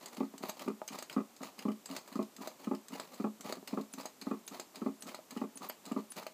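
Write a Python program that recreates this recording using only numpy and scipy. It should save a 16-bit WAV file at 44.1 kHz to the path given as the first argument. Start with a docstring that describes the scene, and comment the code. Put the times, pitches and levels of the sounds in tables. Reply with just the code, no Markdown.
"""Hollow thumps, about two a second, with ticks, clacks, scrapes and now and then a squeak.
They come from a small hot-air engine made of drink cans, turning on a table. Its displacer (the
plunger that moves the air) thumps and bounces in the can, and a rod slaps the can on the way back.
The wire crank ticks in its loose bearings, the rods scrape in their guides and a dry pin squeaks.
Beneath it all lie a quiet room and the hiss of a nearby phone."""
import sys
import numpy as np
from scipy import signal
from scipy.fft import rfft, irfft
from scipy.io import wavfile
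from scipy.ndimage import uniform_filter1d

SR = 44100
rng = np.random.default_rng(int(sys.argv[2]) if len(sys.argv) > 2 else 0)


def dump(signal):
    """Clip the signal to [-1, 1] and save it as 16-bit WAV at the path in sys.argv[1]."""
    limited = np.clip(np.atleast_2d(signal).T, -1, 1)
    pcm = np.round(limited * 32767).astype(np.int16)
    wavfile.write(sys.argv[1], SR, pcm)


N = 279153

# tone colour of the steady background: frequency_hz, level_db
BACKGROUND_COLOUR = [(18, -69), (30, -20), (112, -6.5), (233, 9.5), (319, 6.5), (1130, 1.5), (1590, -4.5),
                     (5590, -6.5), (7470, -4), (9710, -11), (13700, -7), (14800, -10.5), (16000, -60)]
# tone colour of metal rubbing or cracking against metal: frequency_hz, level_db
METAL_COLOUR = [(300, 13), (1500, 19.5), (2200, 16), (3200, 10.5), (4400, 18.5), (5700, 9), (7200, 11),
                (9500, 14.5), (13000, 10), (16000, 18.5)]
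# tones the can rings with on the table: pitch_hz, level_db, fade_s (time to fall by 60 dB)
CAN_TONES = [(192.5, -10.5, 0.19), (214.7, -5, 0.2), (237.5, -1.5, 0.12), (274.7, 3.5, 0.11),
             (291, -2.5, 0.061), (356.7, -8.5, 0.16), (391, 3.5, 0.11), (520, -18, 0.053), (569, -9, 0.19),
             (636.2, 4.5, 0.076), (744, 1, 0.056), (847, 4.5, 0.053), (957, 2, 0.037), (1058, 6.5, 0.035),
             (1216, 14.5, 0.022), (1387, -14.5, 0.072), (1640, -15.5, 0.02), (2034, -12, 0.074),
             (2420, -4.5, 0.02)]
# tones of the crank wire and thin can wall: pitch_hz, level_db
WIRE_TONES = [(2050, -23.5), (2450, 2.5), (2950, 6), (3740, -21), (4050, -50), (4300, 6.5), (4820, 8.5),
              (5200, -9), (6550, 12.5), (7260, 7.5), (7800, 9.5), (9700, -70), (12100, 10)]
# a dry bearing squeaking: start_s, level_db, pitch_hz, hold_s
BEARING_SQUEAKS = [(0.486, -42.5, 12260, 0.018), (3.928, -45, 9500, 0.0056), (4.4655, -46.5, 9800, 0.005),
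                   (5.007, -45.5, 9500, 0.0087), (5.556, -42.5, 9650, 0.016), (5.688, -36, 12000, 0.0084),
                   (6.1026, -40.5, 9700, 0.018)]
# rods sliding through their guides, once each stroke: start_s, level_db, hold_s
ROD_SCRAPES = [(0.0044, -55.5, 0.063), (0.12, -57, 0.088), (0.42, -50, 0.073), (0.567, -54.5, 0.064),
               (0.914, -49, 0.037), (1.099, -51.5, 0.012), (1.412, -45.5, 0.013), (1.573, -57, 0.055),
               (1.881, -52, 0.098), (2.073, -60.5, 0.13), (2.407, -50, 0.044), (2.586, -60.5, 0.089),
               (2.913, -54.5, 0.13), (3.115, -59.5, 0.1), (3.431, -52, 0.095), (3.669, -58.5, 0.087),
               (3.978, -50.5, 0.033), (4.242, -59.5, 0.088), (4.513, -50, 0.033), (4.735, -57.5, 0.11),
               (5.062, -47.5, 0.014), (5.301, -61.5, 0.11), (5.612, -48, 0.028), (5.836, -60.5, 0.17),
               (6.157, -47.5, 0.025)]
# the crank wire ticking in its bearings: start_s, level_db, ring_hz
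CRANK_TICKS = [(0.0589, -34, 5500), (0.0824, -44, 4660), (0.1477, -41, 4900), (0.3797, -37, 6400),
               (0.4354, -44.5, 4030), (0.4952, -28.5, 4400), (0.594, -34.5, 2400), (0.6823, -40.5, 2360),
               (0.8777, -30, 6640), (0.886, -34.5, 2720), (0.9318, -36.5, 4550), (0.9871, -33.5, 4800),
               (1.025, -33, 4170), (1.0973, -34, 2740), (1.1274, -37.5, 4580), (1.365, -42.5, 5650),
               (1.4324, -36, 4020), (1.5904, -36, 2900), (1.6244, -40, 2250), (1.686, -44, 2180),
               (1.718, -43.5, 2410), (1.858, -33, 6500), (1.9116, -35.5, 4150), (1.9642, -31, 4670),
               (2.0768, -44, 6610), (2.126, -40.5, 3030), (2.1555, -40.5, 4800), (2.2266, -43.5, 4070),
               (2.365, -36.5, 6000), (2.4208, -41, 4210), (2.4736, -30.5, 4780), (2.6442, -41, 2230),
               (2.7493, -41.5, 2600), (2.8837, -34.5, 6580), (2.9383, -39, 2100), (2.9985, -28, 4280),
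               (3.1426, -41.5, 7440), (3.4085, -33, 6600), (3.5244, -30, 3870), (3.6749, -34.5, 4160),
               (3.682, -38, 4500), (3.811, -45, 4260), (3.9373, -33, 7100), (4.0088, -37.5, 4030),
               (4.0566, -30, 3930), (4.2139, -35.5, 4650), (4.2218, -38.5, 4390), (4.4777, -33, 6500),
               (4.598, -30.5, 4850), (4.7572, -36.5, 4560), (5.023, -33.5, 6900), (5.072, -42, 4650),
               (5.0914, -39, 2070), (5.1462, -34.5, 4860), (5.3077, -35, 4260), (5.3728, -38.5, 2420),
               (5.5739, -33.5, 6900), (5.6974, -33, 2940), (5.8544, -36.5, 4900), (5.8621, -35.5, 4760),
               (5.9194, -37.5, 2420), (6.12, -35, 7200), (6.1667, -39, 4100), (6.2317, -41, 2480),
               (6.2668, -34, 2760)]
# the connecting rod slapping the can: start_s, level_db, ring_hz
ROD_CLACKS = [(0.339, -35, 430), (0.437, -25.5, 470), (0.494, -27, 620), (0.817, -26.5, 650),
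              (0.945, -42, 880), (0.987, -34, 585), (1.025, -35.5, 630), (1.434, -31.5, 950),
              (1.966, -32.5, 610), (2.435, -37, 860), (2.474, -30.5, 546), (2.954, -33, 830),
              (2.998, -27.5, 594), (3.475, -37.5, 870), (3.498, -33, 352), (3.525, -29.5, 579),
              (3.57, -35.5, 450), (3.628, -37.5, 356), (4.055, -28.5, 660), (4.597, -30.5, 620),
              (5.145, -31, 630), (5.19, -38.5, 636), (5.62, -40, 1110), (5.698, -30.5, 646),
              (6.228, -35, 590), (6.266, -30, 600)]
# soft tugs of the diaphragm (a stretchy skin) as a stroke begins: start_s, level_db
DIAPHRAGM_TUGS = [(0.339, -39), (0.406, -39), (0.905, -36.5), (1.407, -33.5), (1.589, -45), (1.9, -34),
                  (1.922, -37.5), (2.119, -41.5), (2.385, -40), (2.405, -34), (2.639, -46.5), (2.904, -41),
                  (2.927, -33.5), (3.4, -42.5), (3.449, -34.5), (3.579, -39.5), (3.679, -46), (3.937, -39),
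                  (3.978, -34.5), (4.22, -39), (4.512, -39), (4.77, -41), (5.032, -43.5), (5.056, -38.5),
                  (5.32, -40), (5.555, -45), (5.608, -40), (5.867, -38.5), (6.166, -40)]
# the displacer hitting the can, a touch and then a landing each turn: start_s, level_db
DISPLACER_BLOWS = [(0.18, -33), (0.206, -20), (0.662, -34.5), (0.679, -21), (1.165, -18), (1.181, -21.5),
                   (1.653, -21), (1.683, -23), (2.156, -24), (2.191, -22), (2.672, -23.5), (2.713, -20),
                   (3.2, -24.5), (3.243, -21), (3.73, -24), (3.775, -21), (4.269, -25.5), (4.313, -22),
                   (4.818, -25), (4.862, -21.5), (5.365, -27), (5.416, -22.5), (5.915, -24.5), (5.964, -22)]
# contacts within one blow, the last out of step so it damps the ring: delay_in_bounces, level_db
BOUNCES = [(0, 1), (0.999, -1), (2.45, -3.5)]

LOW_TONES_BELOW_HZ = 450  # splits the can's low tones from its upper ones
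BASS_CUT_HZ, TREBLE_CUT_HZ = 197.4, 15300


def gain(db):
    """Turn decibels into a number to multiply by."""
    return 10 ** (np.asarray(db) / 20)


def fade(t, fade_s):
    """A falling curve that is 60 dB down after fade_s seconds."""
    return np.exp(-np.log(1000) * t / fade_s)


def add(out, start_s, sound, peak_db):
    """Mix a sound in at start_s with the given peak."""
    i = int(start_s * SR)
    part = sound[:N - i]
    out[i:i + len(part)] += part * gain(peak_db) / np.max(np.abs(sound))


def colour(noise, points):
    """Shape noise by (frequency_hz, level_db) points, then scale it to a typical size of 1."""
    hz, db = np.transpose(points)
    freqs = np.arange(len(noise) // 2 + 1) * SR / len(noise) + 1
    shaped = irfft(rfft(noise) * gain(np.interp(np.log(freqs), np.log(hz), db)), len(noise))
    return shaped / np.std(shaped)


def ring(hz, gains, fade_s, size):
    """Struck metal rings with several fading tones; give one fade time for all, or one each."""
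    t = np.arange(size) / SR
    return gains @ (np.sin(2 * np.pi * hz[:, None] * t) * fade(t, np.reshape(fade_s, (-1, 1))))


def pass_through(sound, response):
    """Let a sound set something ringing; the response is scaled to an energy of 1."""
    return signal.fftconvolve(sound, response / np.sqrt(np.sum(response ** 2)))[:N]


def background(level_db=-61.5):
    """The quiet room and the phone's hiss make one steady noise."""
    return gain(level_db) * colour(rng.standard_normal(N), BACKGROUND_COLOUR)


def room_echo(sound, level_db=-16.5, fade_s=0.16, band_hz=(343, 4640)):
    """A small room answers with a short, dull echo that has little bass."""
    t = np.arange(int(.5 * SR)) / SR
    tail = rng.standard_normal(len(t)) * fade(t, fade_s) * (t > .004)
    tail = signal.sosfilt(signal.butter(1, band_hz, "band", fs=SR, output="sos"), tail)
    return gain(level_db) * pass_through(sound, tail)


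def bearing_squeaks(wobble_hz=300, flutter_db=2.5, rise_s=0.00076):
    """A dry pin sticks and slips, making a thin, wavering tone."""
    out, t = np.zeros(N), np.arange(3000) / SR
    for start_s, level_db, pitch_hz, hold_s in BEARING_SQUEAKS:
        # two smooth random curves, each with a typical size of 1
        wobble, flutter = uniform_filter1d(rng.standard_normal((2, len(t))), size=49) * 7
        tone = np.sin(2 * np.pi * np.cumsum(pitch_hz + wobble_hz * wobble) / SR)
        swell = np.clip(t / rise_s, 0, 1) * fade(np.maximum(t - hold_s, 0), fade_s=0.028)
        add(out, start_s, tone * gain(flutter_db * flutter) * swell, level_db)
    return out


def rod_scrapes(slips_per_s=600, slip_spread_db=3, rise_s=0.011, wire_db=-5, can_db=1):
    """Many tiny slips rattle the wire and, more dully, the can; each stroke swells and fades."""
    slips = (rng.random(N) < slips_per_s / SR) * gain(slip_spread_db * rng.exponential(size=N))
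    # every slip is a short puff of noise
    puffs = signal.fftconvolve(slips, fade(np.arange(2000) / SR, fade_s=0.033))[:N]
    grit = puffs * rng.standard_normal(N)
    grit /= np.std(grit)
    t, effort = np.arange(N) / SR, np.zeros(N)
    for start_s, level_db, hold_s in ROD_SCRAPES:
        rise = np.clip((t - start_s) / rise_s, 0, 1)
        effort += gain(level_db) * rise * fade(np.maximum(t - start_s - hold_s, 0), fade_s=0.29)
    hz, db, fade_s = np.transpose(CAN_TONES)
    can = ring(hz, gain(db - 5 * (hz < LOW_TONES_BELOW_HZ)), 0.35 * fade_s, size=5000)
    hz, db = np.transpose(WIRE_TONES)
    tilt_db = -5 * np.log2(hz / 4000)  # higher tones are turned down
    wire = ring(hz, gain(db + tilt_db), fade_s=0.0018, size=2000)
    bright = colour(grit, METAL_COLOUR) + gain(wire_db) * pass_through(grit, wire)
    return effort * bright + gain(can_db) * pass_through(grit * effort, can)


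def focus_db(hz, ring_hz, width_octaves):
    """Favour the tones near ring_hz: they lose 6 dB for each width away from it."""
    return -6 * np.abs(np.log2(hz / ring_hz)) / width_octaves


def crank_ticks(scatter_db=3, detune=0.02, shiver_db=-11, crack_db=-3):
    """The wire hits its loose bearing: a crack of noise, a quick chatter, then a faint shiver."""
    out, t = np.zeros(N), np.arange(4000) / SR
    hz, db = np.transpose(WIRE_TONES)
    shaking = fade(t, fade_s=0.024) + gain(shiver_db) * fade(t, fade_s=0.17)
    for start_s, level_db, ring_hz in CRANK_TICKS:
        scatter, hiss = rng.standard_normal(len(hz)), rng.standard_normal(len(t))
        gains = gain(db + focus_db(hz, ring_hz, width_octaves=0.6) + scatter_db * scatter)
        wire = ring(hz * (1 + detune * scatter[::-1]), gains, fade_s=0.006, size=1500)
        chatter = signal.fftconvolve(wire, hiss[::-1] * shaking)[:len(t)]
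        crack = colour(hiss, METAL_COLOUR) * fade(t, fade_s=0.025)
        add(out, start_s, chatter / np.max(chatter) + gain(crack_db) * crack / np.max(crack), level_db)
    return out


def rod_clacks(scatter_db=3):
    """The rod slaps the can; the hard contact chatters briefly and sets the can ringing."""
    out, t = np.zeros(N), np.arange(600) / SR
    hz, db, _ = np.transpose(CAN_TONES)
    for start_s, level_db, ring_hz in ROD_CLACKS:
        scatter = rng.standard_normal(len(hz))
        gains = gain(db + focus_db(hz, ring_hz, width_octaves=0.28) + scatter_db * scatter)
        can = ring(hz, gains, fade_s=0.05, size=5000)
        chatter = rng.standard_normal(len(t)) * fade(t, fade_s=0.0032)
        add(out, start_s, signal.fftconvolve(can, chatter), level_db)
    return out


def can_knock(clank_db, bounce_s, push_s, scatter_db=2.67, detune=0.0089, bounce_spread=0.048):
    """One blow: soft bounces drive the can's low tones while loose parts rattle the upper ones."""
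    hz, db, fade_s = np.transpose(CAN_TONES)
    low = hz < LOW_TONES_BELOW_HZ
    scatter = rng.standard_normal(len(hz))
    gains = gain(db + scatter_db * scatter)
    pitches = hz * (1 + detune * scatter[::-1])
    direction = (-1.) ** np.arange(len(hz))  # neighbouring wall tones swing opposite ways
    low_ring = ring(pitches[low], -gains[low], fade_s[low], size=8000)
    upper_ring = ring(pitches[~low], (direction * gains)[~low], fade_s[~low], size=8000)

    t = np.arange(1500) / SR
    delays, bounce_db = np.transpose(BOUNCES)
    gap_s = bounce_s * (1 + bounce_spread * rng.uniform(-1, 1))
    pushes = np.zeros(len(t))
    pushes[(delays * gap_s * SR).astype(int)] = gain(bounce_db)
    soft_pushes = np.convolve(pushes, np.hanning(int(push_s * SR) + 3))  # shorter means harder
    loose_hits = (rng.random(len(t)) < .03) * rng.uniform(-.5, .5, len(t))
    rattle = 0.51 * pushes + loose_hits * np.exp(-t / 0.0095)
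    thump = signal.fftconvolve(low_ring, soft_pushes)[:8000]
    clank = signal.fftconvolve(upper_ring, rattle)[:8000]
    return thump / np.max(thump) + gain(clank_db) * clank / np.max(clank)


def engine_thumps(hop_after_s=0.023, hop_db=-7.5, lead_s=0.000997):
    """The diaphragm tugs at the can; the displacer touches it, lands hard and hops once more."""
    out = np.zeros(N)
    # each knock starts lead_s earlier than its listed time
    for start_s, level_db in DIAPHRAGM_TUGS:
        tug = can_knock(clank_db=-6, bounce_s=0.0045, push_s=0.0028)
        add(out, start_s - lead_s, tug, level_db)
    for start_s, level_db in DISPLACER_BLOWS[::2]:
        touch = can_knock(clank_db=-8.5, bounce_s=0.0038, push_s=0.0023)
        add(out, start_s - lead_s, touch, level_db)
    for start_s, level_db in DISPLACER_BLOWS[1::2]:
        landing = can_knock(clank_db=-3, bounce_s=0.003512, push_s=0.001)
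        add(out, start_s - lead_s, landing, level_db)
        hop = can_knock(clank_db=-9, bounce_s=0.0045, push_s=0.001)
        add(out, start_s - lead_s + hop_after_s, hop, level_db + hop_db)
    return out


def scene():
    """The engine and its echo over the steady background, in one channel."""
    engine = engine_thumps() + rod_clacks() + crank_ticks() + rod_scrapes() + bearing_squeaks()
    # thin cans give off almost no bass
    engine = signal.sosfilt(signal.butter(4, BASS_CUT_HZ, "high", fs=SR, output="sos"), engine)
    return (background() + room_echo(engine) + engine)[None]


def record(dry):
    """The phone cuts off the highest treble."""
    return signal.sosfilt(signal.ellip(10, .2, 60, TREBLE_CUT_HZ, fs=SR, output="sos"), dry)


dry = scene()
out = record(dry)
dump(out)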